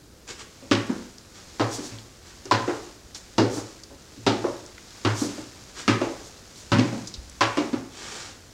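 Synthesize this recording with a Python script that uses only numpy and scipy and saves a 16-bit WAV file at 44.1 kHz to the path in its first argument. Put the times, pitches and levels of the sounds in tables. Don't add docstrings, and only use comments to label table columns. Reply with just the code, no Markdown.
import sys
import numpy as np
from scipy import signal
from scipy.io import wavfile
from scipy.ndimage import uniform_filter1d

SR = 44100
rng = np.random.default_rng(int(sys.argv[2]) if len(sys.argv) > 2 else 0)


def generate_wav(sig):
    pcm = np.round(np.clip(np.atleast_2d(sig).T, -1, 1) * 32767).astype(np.int16)
    wavfile.write(sys.argv[1], SR, pcm)


N = 376169
TIME = np.arange(N) / SR
AGE = TIME[:SR]


def amp(db):
    return 10 ** (np.asarray(db) / 20)


def unit(x):
    return x / np.linalg.norm(x)


def evened(x):
    return x / np.sqrt(np.mean(x ** 2) + 1e-20)


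def struck(x, db):
    return amp(db) * x / np.sqrt(np.mean(x[:round(0.06 * SR)] ** 2) + 1e-20)


def value_at(points, hz):
    freqs, values = np.transpose(points)
    return np.interp(np.log(hz + 1), np.log(freqs), values)


def add(mix, start_s, sound):
    part = mix[max(round(start_s * SR), 0):][:len(sound)]
    part += sound[:len(part)]


def coloured(x, colour, size=8192):
    hz = abs(np.fft.fftfreq(size, 1 / SR))
    log_gain = np.log(amp(value_at(colour, hz)))
    response = np.exp(np.conj(signal.hilbert(log_gain)))
    taps = np.fft.ifft(response).real[:size // 2]
    return signal.fftconvolve(x, taps)[:len(x)]


def band(x, hz, octaves, order=2):
    edges = np.minimum(hz * 2 ** (np.array([-.5, .5]) * octaves), SR / 2 - 1)
    return signal.sosfilt(signal.butter(order, edges, "band", fs=SR, output="sos"), x)


def friction(colour, grain_db):
    hiss = rng.standard_normal(N)
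    roughness = evened(uniform_filter1d(rng.standard_normal(N), size=90))
    return evened(coloured(hiss * amp(grain_db * roughness), colour))


def strokes(table, colour, grain_db):
    speed = np.zeros(N)
    for start, length, db in table:
        add(speed, start, amp(db) * np.sin(np.linspace(0, np.pi, round(length * SR))))
    return speed * friction(colour, grain_db)


# (frequency [Hz], relative level [dB])
AIR_TONE = [(20, -14), (50, -0.5), (95, -1), (140, -7), (330, -7.5), (560, -13.5), (950, -24.5),
            (1450, -21), (2200, -29), (5000, -24.5), (10000, -30.5), (15800, -37)]
def air():
    return amp(-51) * evened(coloured(rng.standard_normal(N), AIR_TONE))


# (time [s], relative level [dB])
BODY_RUSTLE = [(0, -60.5), (.4, -55.5), (.7, -53), (4, -53), (5.7, -48), (7.3, -51.5), (8.5, -53)]
# (time from landing [s], width [s], relative level [dB])
LEG_SWINGS = [(-.12, 0.12, -11), (0.189, 0.15, -0.5)]
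# (frequency [Hz], relative level [dB])
CLOTH_TONE = [(200, -2), (700, -2), (1600, -2.5), (3000, -5), (5000, -0.5), (7000, -2), (8500, -10.5),
              (10500, -19), (16000, -31)]
def clothes():
    power = amp(np.interp(TIME, *np.transpose(BODY_RUSTLE))) ** 2
    for landing, *_, stride_db in SHOE_LANDINGS:
        for delay, width, db in LEG_SWINGS:
            swell = np.exp(-((TIME - landing - delay) / width) ** 2)
            power += amp(stride_db + db) ** 2 * swell
    return amp(-1) * np.sqrt(power) * friction(CLOTH_TONE, grain_db=1.5)


# (start [s], length [s], relative level [dB])
RUBS = [(.268, 0.068, -39), (.375, 0.06, -42), (1.33, 0.1, -51), (2.22, 0.14, -53), (3.145, 0.029, -42),
        (5.745, 0.097, -39), (7.88, 0.48, -40.5)]
# (frequency [Hz], relative level [dB])
RUB_TONE = [(100, -4.5), (330, 6), (700, -1), (1500, 4.5), (3000, 0.5), (5500, 2.5), (7500, 0),
            (10000, -17.5), (16000, -36)]
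def rough_rubs():
    return strokes(RUBS, RUB_TONE, grain_db=2)


# (frequency [Hz], time to fade by 60 dB [s])
TOWER_FADE = [(100, 0.63), (260, 0.51), (700, 0.67), (1800, 0.59), (4800, 0.41), (9000, 0.53), (16000, 0.1)]
def tower_echo():
    hz, t, spectrum = signal.stft(rng.standard_normal(SR), SR, nperseg=256)
    fade = amp(-60 * t / value_at(TOWER_FADE, hz)[:, None])
    _, echo = signal.istft(spectrum * fade, SR, nperseg=256)
    return unit(echo[:SR])


# (delay [s], relative level [dB])
WALL_ECHOES = [(.003, -14), (.0062, -11), (.0095, 2), (.013, 3.5), (.024, -6)]
def sound_path(direct_db, near_fade_s, tower_db, walls_db):
    scatter = (rng.random(SR) < 3000 / SR) * rng.standard_normal(SR)
    near = scatter * amp(-60 * AGE / near_fade_s) * (1 - np.exp(-AGE / 0.00042))
    path = unit(near) + amp(tower_db) * tower_echo()
    path[0] += amp(direct_db)
    for delay, db in WALL_ECHOES:
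        path[round(delay * rng.uniform(.8, 1.2) * SR)] += amp(walls_db + db)
    return path


def ring(notes, spread_db, detune):
    out = np.zeros(SR)
    for hz, db, fade_s in notes:
        louder, higher, flip = rng.standard_normal(3)
        level = amp(db + spread_db * louder - 60 * AGE / fade_s)
        out += level * np.sign(flip) * np.sin(2 * np.pi * hz * (1 + detune * higher) * AGE)
    return out


def main_note(hz, path, fade_s, rise_s, echo_db):
    tone = np.sin(2 * np.pi * hz * AGE) * amp(-60 * AGE / fade_s) * (1 - np.exp(-AGE / rise_s))
    echo = signal.fftconvolve(tone, path)[:SR]
    return unit(unit(tone) + amp(echo_db) * unit(echo))


# (pitch [Hz], relative level [dB], time to fade by 60 dB [s])
STAIRCASE_NOTES = [(109.5, 2.5, 0.3), (118.9, -12, 0.56), (207, -6, 0.14), (147.6, -24, 0.44)]
def staircase_boom():
    swell = 1 - np.exp(-AGE / 0.051)
    return ring(STAIRCASE_NOTES, spread_db=4, detune=0.013) * swell


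# (pitch [Hz], relative level [dB], time to fade by 60 dB [s])
TREAD_NOTES = [(231, -9, 0.15), (288.7, -7, 0.25), (313, -3, 0.24), (363, -16, 0.71), (492, -9.5, 0.59),
               (559, 3.5, 0.4), (843, -25, .25), (1037, -18, 0.53), (1144, -14, 0.44), (1220, -24, 0.27),
               (2497, -33, 0.23), (2810, -2, 0.21)]
def tread_ring():
    return unit(ring(TREAD_NOTES, spread_db=5.5, detune=0.0063))


def tread_thud(wood, hz, note_db):
    path = sound_path(direct_db=-6, near_fade_s=0.2, tower_db=1, walls_db=-11)
    thud = unit(band(path + amp(-13) * wood, hz, octaves=0.84))
    return thud + amp(note_db) * main_note(hz, path, fade_s=0.15, rise_s=0.0032, echo_db=-7.5)


def sole_clack(wood, hz, hollow_db):
    path = sound_path(direct_db=-12, near_fade_s=0.33, tower_db=-5, walls_db=-23)
    clack = unit(band(path + amp(-10.5) * wood, hz, octaves=1.39))
    return clack + amp(hollow_db) * main_note(hz, path, fade_s=0.023, rise_s=0.0045, echo_db=1)


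# (frequency [Hz], relative level [dB])
SNAP_TONE = [(400, -64), (1200, -5.5), (2000, -0.5), (3400, -2.5), (4900, -1.5), (6300, -7), (7600, -12.5),
             (10000, -27), (16000, -48)]
def sole_snap(wood, hz):
    path = sound_path(direct_db=-8, near_fade_s=0.22, tower_db=-3, walls_db=-22)
    snap = coloured(path + amp(-5.5) * wood, SNAP_TONE)
    return unit(snap) + amp(-7) * unit(band(snap, hz, octaves=0.53, order=1))


def footfall(boom_db, thud_db, thud_hz, clack_db, clack_hz, hollow_db, snap_db, snap_hz, note_db):
    boom = struck(staircase_boom(), boom_db)
    wood = tread_ring()
    thud = struck(tread_thud(wood, thud_hz, note_db), thud_db)
    clack = struck(sole_clack(wood, clack_hz, hollow_db), clack_db)
    snap = struck(sole_snap(wood, snap_hz), snap_db + 2)
    return boom + thud + clack + snap


# (time [s], boom level [dB], thud level [dB], thud pitch [Hz],
# clack level [dB], clack pitch [Hz], hollow ring against the clack [dB], relative snap level [dB],
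# snap pitch [Hz], relative rustle level [dB])
SHOE_LANDINGS = [(0.7127, -29.5, -19.5, 288, -26, 1160, -7, -28.5, 2950, -45.5),
                 (1.5969, -30, -24.5, 344, -25, 840, -19, -37, 3960, -40.5),
                 (2.512, -29.5, -25.5, 325, -19, 1040, 0.5, -30.5, 4170, -43),
                 (3.3813, -26.5, -18, 330, -25, 918, -5.5, -30.5, 4630, -45),
                 (4.2654, -29, -20.5, 314, -24, 910, -3, -29, 3600, -44.5),
                 (5.0495, -25, -24, 322, -26.5, 1040, -21, -33.5, 3400, -39),
                 (5.879, -26.5, -20, 276, -24.5, 1290, -1.5, -28, 2230, -45),
                 (6.7183, -23.5, -21.5, 215, -24, 1066, -11.5, -31.5, 2840, -43),
                 (7.4085, -34.5, -28.5, 333, -20, 1046, -4.5, -28, 2500, -44.5)]
# (time [s], boom level [dB], thud level [dB], thud pitch [Hz], clack level [dB],
# clack pitch [Hz], relative snap level [dB])
WEIGHT_SHIFTS = [(0.623, -56, -48, 271, -50.5, 580, -64), (0.895, -59, -25.5, 257.5, -40, 1020, -62),
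                 (1.783, -57, -35, 297.5, -57, 900, -61), (1.916, -42, -48, 280, -52, 700, -57),
                 (2.454, -54, -42.5, 385, -53, 970, -58), (2.678, -51, -25.5, 358, -32.5, 890, -46),
                 (3.57, -44.5, -34, 314, -40.5, 845, -63), (3.905, -75, -51, 300, -52.5, 570, -77),
                 (4.173, -46, -48, 287, -74, 977, -66), (4.4422, -44, -26, 363, -28, 660, -66),
                 (5.217, -46, -25, 291, -39, 830, -62), (5.379, -48.5, -38.5, 312, -43.5, 623, -57),
                 (6.014, -62, -25, 347, -27, 626, -41.5), (6.7857, -40, -18.5, 257, -32.5, 840, -33.5),
                 (6.928, -42.5, -32.5, 235, -38.5, 610, -54), (7.5722, -51.5, -22.5, 296, -29, 710, -36),
                 (7.731, -43.5, -25.5, 269, -37.5, 900, -47)]
def steps():
    out = np.zeros(N)
    for start, *blow, _ in SHOE_LANDINGS:
        add(out, start, footfall(*blow, note_db=-6))
    for start, *blow, snap_db in WEIGHT_SHIFTS:
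        add(out, start, footfall(*blow, hollow_db=-13, snap_db=snap_db, snap_hz=2280, note_db=0))
    return out


# (time [s], peak level [dB], pitch [Hz], time to
# fade by 60 dB [s])
SMALL_TICKS = [(1.183, -32, 5050, 0.011), (1.986, -29, 3650, 0.0058), (2.455, -29.5, 5560, .03),
               (3.147, -28, 5200, .07), (3.835, -32, 5050, 0.035), (4.663, -30, 5830, 0.0061),
               (4.78, -31, 2040, 0.015), (4.9065, -36, 3370, 0.0072), (7.0722, -25, 5560, 0.078),
               (7.14, -24.5, 4640, 0.063), (7.2973, -32.5, 6200, 0.013)]
def ticks():
    out = np.zeros(N)
    for start, db, hz, fade_s in SMALL_TICKS:
        burst = rng.standard_normal(SR) * amp(-60 * AGE / fade_s)
        tick = band(burst, hz, octaves=0.62)
        add(out, start, amp(db) * tick / abs(tick).max())
    return out


# (start [s], length [s], relative level [dB])
SOLE_SLIDES = [(1.7, 0.089, -39.5), (1.81, 0.095, -46.5), (3.146, 0.048, -48.5), (3.49, 0.14, -43.5),
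               (5.14, 0.15, -39), (6.22, 0.086, -52), (6.53, 0.12, -52)]
# (frequency [Hz], relative level [dB])
SLIDE_TONE = [(500, -61), (2500, -11), (4300, -0.5), (6000, 5), (7500, 1), (10000, -10.5), (16000, -24)]
def sole_slides():
    return strokes(SOLE_SLIDES, SLIDE_TONE, grain_db=-0.5)


# (start [s], length [s], level [dB])
SKIRT_PUFFS = [(7.172, 0.041, -39), (7.225, 0.066, -40.5), (7.28, .07, -41)]
# (frequency [Hz], relative level [dB])
PUFF_TONE = [(20, -17), (50, 7), (85, -1), (160, -37), (500, -45), (3000, -77)]
def skirt_puffs():
    return strokes(SKIRT_PUFFS, PUFF_TONE, grain_db=2.5)


def scene():
    rubs = rough_rubs()
    slides = sole_slides()
    close = ticks() + skirt_puffs()
    into_tower = amp(-2.5) * rubs + amp(-3.5) * slides + amp(-11) * close
    echoes = signal.fftconvolve(into_tower, tower_echo())[:N]
    mono = air() + steps() + clothes() + amp(1) * rubs + amp(3.5) * slides + close + echoes
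    return np.array([mono, mono])


def record(dry):
    treble_cut = signal.firwin(511, 15900, window=("kaiser", 9), fs=SR)
    return signal.oaconvolve(dry, treble_cut[None], "same", axes=1)


dry = scene()
out = record(dry)
generate_wav(out)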